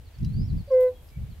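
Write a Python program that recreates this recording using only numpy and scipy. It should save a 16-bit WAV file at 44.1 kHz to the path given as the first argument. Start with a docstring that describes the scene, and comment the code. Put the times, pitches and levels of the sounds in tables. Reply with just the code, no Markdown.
"""A toad floating in a still pond gives one soft, nearly pure hoot that starts a little sharp and settles:
a gliding sine tone with weak overtones and a faint echo from plants and banks.
Wind buffets the microphone before and after it, made from bands of noise that reach higher in strong gusts.
Small birds whistle far off as short gliding tones; faint ticks and rustles are bursts of coloured noise.
Under it all lies the outdoor hush, a mix of steady and slowly changing noise."""
import sys
import numpy as np
from scipy import signal
from scipy.fft import rfft, irfft
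from scipy.io import wavfile
from scipy.ndimage import uniform_filter1d

SR = 44100
rng = np.random.default_rng(int(sys.argv[2]) if len(sys.argv) > 2 else 0)


def bounce(signal):
    """Save signal as a 16-bit WAV file at the path given by the first command-line argument."""
    frames = np.transpose(np.atleast_2d(signal))
    limited = np.clip(frames, -1, 1)
    pcm = np.round(limited * 32767).astype(np.int16)
    wavfile.write(sys.argv[1], SR, pcm)


N = 61739  # length in samples, 1.4 s


def undb(db):
    """Turn decibels into a gain."""
    return 10 ** (np.asarray(db) / 20)


def unit(x):
    """Scale a sound to an average (rms) level of 1."""
    return x / np.sqrt(np.mean(x ** 2))


def curve(table, t, column=1):
    """Join one column of a table by straight lines in time."""
    rows = np.array(table)
    return np.interp(t, rows[:, 0], rows[:, column])


def colour(x, points):
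    """Make each pitch region louder or softer, following (pitch_hz, level_db) points."""
    pitch_hz, level_db = np.array(points).T
    f = np.maximum(np.fft.rfftfreq(N, 1 / SR), 1)
    filter_db = np.interp(np.log(f), np.log(pitch_hz), level_db)
    return irfft(rfft(x) * undb(filter_db), N)


def noise(points):
    """Make coloured noise with an rms level of 1."""
    return unit(colour(rng.standard_normal(N), points))


def smooth(x, size):
    """Average twice over a sliding window of this many samples."""
    return uniform_filter1d(uniform_filter1d(x, size=size), size=size)


def walk(rate_hz):
    """Wander smoothly and at random around 0, with a typical size of 1."""
    return unit(smooth(rng.standard_normal(N), max(int(SR / rate_hz), 1)))


def stereo(mid, side):
    """Build left and right from the shared middle and the side difference."""
    return np.array([mid + side, mid - side])


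def swell(u):
    """Rise and fall in a rounded arch while u goes from 0 to 1."""
    return np.sin(np.pi * np.clip(u, 0, 1))


def sine(hz):
    """Play a pure tone of rms level 1 that follows a pitch."""
    return np.sqrt(2) * np.sin(2 * np.pi * np.cumsum(hz) / SR)


BANK_T60_S, BANK_DELAY_S = .8, .03  # time for the echo to fade by 60 dB, time it takes to build up


def echo(x, t, t60_s, delay_s):
    """Smear a sound with a fading noise tail: diffuse echo from plants and banks."""
    fade = np.exp(-np.log(1000) * t / t60_s)
    build_up = np.clip(t / delay_s, 0, 1)
    tail = rng.standard_normal((2, N)) * fade * build_up
    tail /= np.sqrt(np.sum(tail ** 2, axis=1, keepdims=True))
    return signal.fftconvolve(x[None], tail, axes=1)[:, :N]


# tone colour of the steady far-off air: pitch_hz, level_db (relative)
HUSH_COLOUR = [(100, -4), (330, -5.5), (850, -13.5), (1300, -13), (2200, -12.5), (3300, -14), (4400, -18),
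               (5600, -21.5), (12000, -25.5), (15500, -25.5)]
# how wide the far-off air sounds: pitch_hz, side_level_db (relative to the middle's filter)
HUSH_SIDE = [(300, -10), (1000, -4), (3000, -2), (8000, 0), (13000, -8)]
# loudness of the low hush: time_s, level_db
LOW_HUSH = [(0, -62.5), (.25, -67.5), (.6, -62.5), (.85, -57), (1.0, -59.5), (1.15, -65), (1.4, -61.5)]
# tone colour of the low hush: pitch_hz, level_db (relative)
LOW_HUSH_COLOUR = [(60, 3), (200, 2), (330, -1), (560, -1), (850, -5.5), (1200, -14.5), (3000, -40)]
# loudness of the fine high hiss: time_s, level_db
HISS = [(0, -74.5), (.45, -76), (.75, -69), (.87, -70), (1.05, -67), (1.2, -72.5), (1.4, -71.5)]
# tone colour of the hiss: pitch_hz, level_db (relative)
HISS_COLOUR = [(4000, -16.5), (7000, -9), (10000, -4.5), (12500, 1.5), (16000, -11.5)]
HUSH_DB = -62.5  # middle level around which the steady air wavers


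def wide_air(points):
    """Spread far-off air noise between left and right, wider at some pitches than others."""
    return stereo(noise(points), colour(noise(points), HUSH_SIDE))


def hush(t):
    """Far-off air as steady noise; its low part and a fine high hiss swell and fade."""
    steady = undb(HUSH_DB + .6 * walk(8)) * wide_air(HUSH_COLOUR)
    low = undb(curve(LOW_HUSH, t)) * wide_air(LOW_HUSH_COLOUR)
    hiss_gain = undb(curve(HISS, t) + 1.2 * walk(60))
    hiss = hiss_gain * stereo(noise(HISS_COLOUR), undb(-7.5) * noise(HISS_COLOUR))
    return steady + low + hiss


# gusts on the microphone: time_s, level_db
WIND = [(0, -44), (.08, -45), (.128, -54), (.19, -37), (.225, -25), (.265, -26.5), (.325, -29), (.385, -24),
        (.415, -24), (.462, -31), (.54, -26), (.615, -31), (.645, -44), (.886, -52), (.93, -47),
        (1.155, -47), (1.175, -31), (1.238, -31), (1.26, -42), (1.324, -37), (1.358, -48), (1.388, -37),
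        (1.4, -43)]
# tone colour of the fine turbulence: pitch_hz, level_db (relative)
SKIRT_COLOUR = [(120, -10), (300, -1), (420, -3), (600, -12), (900, -23.5), (1500, -51)]
# how wide the rumble sounds: pitch_hz, side_level_db (relative to the middle)
WIND_SIDE = [(30, -16), (70, -14), (150, -6), (300, 0.5)]
WIND_REF_DB = -25.5  # level of a typical gust
EDDY_HZ, EDDY_HZ_PER_DB = 168, 3.5  # upper edge of the rumble in that gust, and its climb per dB of gust
EDDY_SLOPE = 4.4  # how steeply the rumble fades above its edge (power of pitch)
WIND_LOW_HZ = 44  # the rumble thins out below this pitch
BUFFET_DB = 1.2  # typical random wobble of the level
SKIRT_DB, SKIRT_GROWTH = -58.5, 1.3  # fine turbulence: level in a typical gust, dB per dB of gust


def wind(t):
    """Eddies rumble on the microphone; stronger gusts are louder and reach higher."""
    gust_db = curve(WIND, t)
    over_ref_db = gust_db - WIND_REF_DB
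    edge_hz = np.maximum(EDDY_HZ + EDDY_HZ_PER_DB * over_ref_db, WIND_LOW_HZ)
    f = np.fft.rfftfreq(N, 1 / SR)
    air = rfft(rng.standard_normal((2, N)))
    rumble, power = 0, 0
    half_band = 2 ** (1 / 6)
    for hz in 16 * 2 ** (np.arange(20) / 3):  # bands a third of an octave wide
        in_band = (f >= hz / half_band) & (f < hz * half_band)
        band = irfft(air * in_band, N)
        low_cut = hz ** 3 / (hz ** 3 + WIND_LOW_HZ ** 3)
        high_cut = 1 / np.sqrt(1 + (hz / edge_hz) ** (2 * EDDY_SLOPE))
        gain = low_cut * high_cut / np.sqrt(hz)
        rumble = rumble + gain * band
        power = power + gain ** 2 * np.mean(band ** 2)
    rumble = rumble / np.sqrt(power)
    # even out the chance swells, so that the gust table sets the loudness
    rumble = rumble / np.sqrt(smooth(rumble[0] ** 2, 2400))
    mid, side = rumble * undb(gust_db + BUFFET_DB * walk(50))
    skirt = undb(SKIRT_DB + SKIRT_GROWTH * over_ref_db) * noise(SKIRT_COLOUR)
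    return stereo(mid + skirt, colour(side, WIND_SIDE))


def bursts(t, table, points, rise_s, decay_s, side_db):
    """Short crackles of one noise colour, each with a quick rise and a dying fall."""
    shape = np.zeros(N)
    for start_s, level_db in table:
        rise = np.clip((t - start_s) / rise_s, 0, 1)
        fall = np.exp(-np.maximum(t - start_s - rise_s, 0) / decay_s)
        shape += undb(level_db) * rise * fall
    return shape * stereo(noise(points), undb(side_db) * noise(points))


# brief high rustles: start_s, level_db
RUSTLES = [(0.8, -56.5), (0.806, -58), (.826, -58.5)]
# tone colour of the rustles: pitch_hz, level_db (relative)
RUSTLE_COLOUR = [(2000, -12), (3400, -4.5), (5500, -18.5), (7800, -10.5), (9500, -15), (12500, -0.5),
                 (14500, -8.5), (16000, -16.5)]


def rustles(t):
    """Brief, wide bursts of high noise."""
    return bursts(t, RUSTLES, RUSTLE_COLOUR, rise_s=.003, decay_s=.017, side_db=-2.5)


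# small ticks: start_s, level_db
TICKS = [(.184, -61.5), (.203, -65.5), (.228, -60), (0.2456, -47), (.716, -57.5), (.734, -60), (.745, -64),
         (1.076, -69), (1.087, -61.5), (1.101, -65)]
# tone colour of the ticks: pitch_hz, level_db (relative)
TICK_COLOUR = [(1500, -34), (2700, -7.5), (3800, -19), (4850, 0.5), (5600, -7), (7000, -17.5),
               (10000, -22.5), (13000, -18.5), (16000, -35)]


def ticks(t):
    """Tiny noise bursts that die away faster than the rustles."""
    return bursts(t, TICKS, TICK_COLOUR, rise_s=.002, decay_s=.0053, side_db=-8.5)


# bird whistles: start_s, length_s, first_pitch_hz, last_pitch_hz, bow_hz (mid-way bend), level_db
WHISTLES = [(.045, 0.055, 4730, 3580, 139, -67.5), (.135, 0.031, 4750, 4230, -8, -67.5),
            (.228, .085, 3873, 4244, -72.5, -65), (.317, .158, 4290, 5720, -170, -62),
            (.41, 0.044, 4550, 3960, -7, -73), (.478, 0.044, 4900, 3950, -12, -63.5),
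            (.478, 0.037, 4220, 3850, 10, -70), (.57, .058, 4900, 4080, -88, -63.5),
            (.67, .045, 4800, 4450, 1, -69.5), (.678, .025, 4150, 3900, -1.5, -69),
            (.865, 0.036, 4400, 3664, -6.5, -68), (.94, .06, 3308, 3223, 6, -66),
            (1.078, 0.024, 4146, 3880, 13, -71.5), (1.115, 0.084, 2300, 2240, -1, -67.5),
            (1.30, .038, 4610, 3890, 65, -68), (1.31, 0.037, 3150, 3080, 6, -72)]
BIRD_WAVER = .006  # typical random pitch change, as a fraction
BIRD_FLUTTER_DB, BIRD_FLUTTER_HZ = 2.4, 170  # typical random loudness change, and its rate
LEAF_T60_S, LEAF_DB = .08, -2  # short scatter from leaves
BIRD_BANK_DB = -6.5  # long echo of the birds


def birds(t):
    """Thin, far whistles that glide and flutter, scattered by leaves on their way."""
    song = np.zeros(N)
    for start_s, length_s, first_hz, last_hz, bow_hz, level_db in WHISTLES:
        u = np.clip((t - start_s) / length_s, 0, 1)
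        glide_hz = first_hz + (last_hz - first_hz) * u + bow_hz * swell(u)
        hz = glide_hz * (1 + BIRD_WAVER * walk(380))
        loudness = undb(level_db + BIRD_FLUTTER_DB * walk(BIRD_FLUTTER_HZ)) * np.sqrt(swell(u))
        song += loudness * sine(hz)
    leaves = undb(LEAF_DB) * echo(song, t, LEAF_T60_S, delay_s=.002)
    banks = undb(BIRD_BANK_DB) * echo(song, t, BANK_T60_S, BANK_DELAY_S)
    return song + leaves + banks


# the hoot's loudness: time_s, level_db
HOOT = [(.700, -56), (.705, -34), (.712, -24.5), (.722, -19), (.738, -15.6), (.762, -15.3), (.785, -16.3),
        (.845, -17.3), (.872, -20), (.895, -26), (.915, -36), (.945, -50), (1.0, -66)]
# loudness of the overtones: time_s, second_db, third_db, fourth_db, fifth_db
OVERTONES = [(.699, -75, -87.5, -91.5, -93), (.707, -50.5, -62.5, -75.5, -89), (.722, -45, -71, -62, -85.5),
             (.742, -52.5, -56, -57, -79.5), (.768, -58.5, -60, -55.5, -74), (.798, -49, -59, -54.5, -77),
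             (.835, -49.5, -60.5, -53, -71.5), (.883, -52, -57, -57, -70.5), (.899, -57.5, -68.5, -81, -99),
             (.914, -63, -73, -87, -100)]
HOOT_S, HOOT_HZ = .7003, 511.8  # start, and the pitch it settles towards before the sag
SHARP_HZ, SETTLE_S, SAG_HZ_PER_S = 42.28, .019, 38  # extra pitch at the start, its fading time, slow sag
JITTER, SHIMMER_DB = .0015, .08  # typical random change of pitch (fraction) and of loudness
LEAD_S, LEAD_LENGTH_S, LEAD_HZ, LEAD_DB = .674, .028, 562, -43  # soft note as the call gets going
TOAD_PAN_DB = -.7  # left level minus right level
TOAD_BANK_DB = -44  # long echo of the toad


def within(table, t):
    """Tell which moments lie inside a table's first and last times."""
    return (t > table[0][0]) & (t < table[-1][0])


def toad(t):
    """A soft lead-in, then a clean tone with weak overtones whose pitch settles and slowly sags."""
    age_s = np.maximum(t - HOOT_S, 0)
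    glide_hz = HOOT_HZ + SHARP_HZ * np.exp(-age_s / SETTLE_S) - SAG_HZ_PER_S * age_s
    hz = glide_hz * (1 + JITTER * walk(120))
    hoot_db = uniform_filter1d(curve(HOOT, t), size=300)  # rounds the corners
    voice = sine(hz) * undb(hoot_db) * within(HOOT, t)
    for k in range(1, len(OVERTONES[0])):
        overtone = sine((k + 1) * hz) * undb(curve(OVERTONES, t, column=k))
        voice = voice + overtone * within(OVERTONES, t)
    voice = voice * undb(SHIMMER_DB * walk(80))
    lead_in = swell((t - LEAD_S) / LEAD_LENGTH_S) * sine(np.full(N, LEAD_HZ))
    voice = voice + undb(LEAD_DB) * lead_in
    direct = voice * undb(np.array([[TOAD_PAN_DB], [-TOAD_PAN_DB]]) / 2)
    return direct + undb(TOAD_BANK_DB) * echo(voice, t, BANK_T60_S, BANK_DELAY_S)


def scene():
    """Add up the pond: hush, wind, rustles, ticks, birds and toad."""
    t = np.arange(N) / SR
    return hush(t) + wind(t) + rustles(t) + ticks(t) + birds(t) + toad(t)


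def record(dry):
    """The recorder cuts the top steeply, above 15.7 kHz."""
    top_cut = signal.ellip(10, .2, 80, 15700, fs=SR, output="sos")
    return signal.sosfilt(top_cut, dry)


dry = scene()
out = record(dry)
bounce(out)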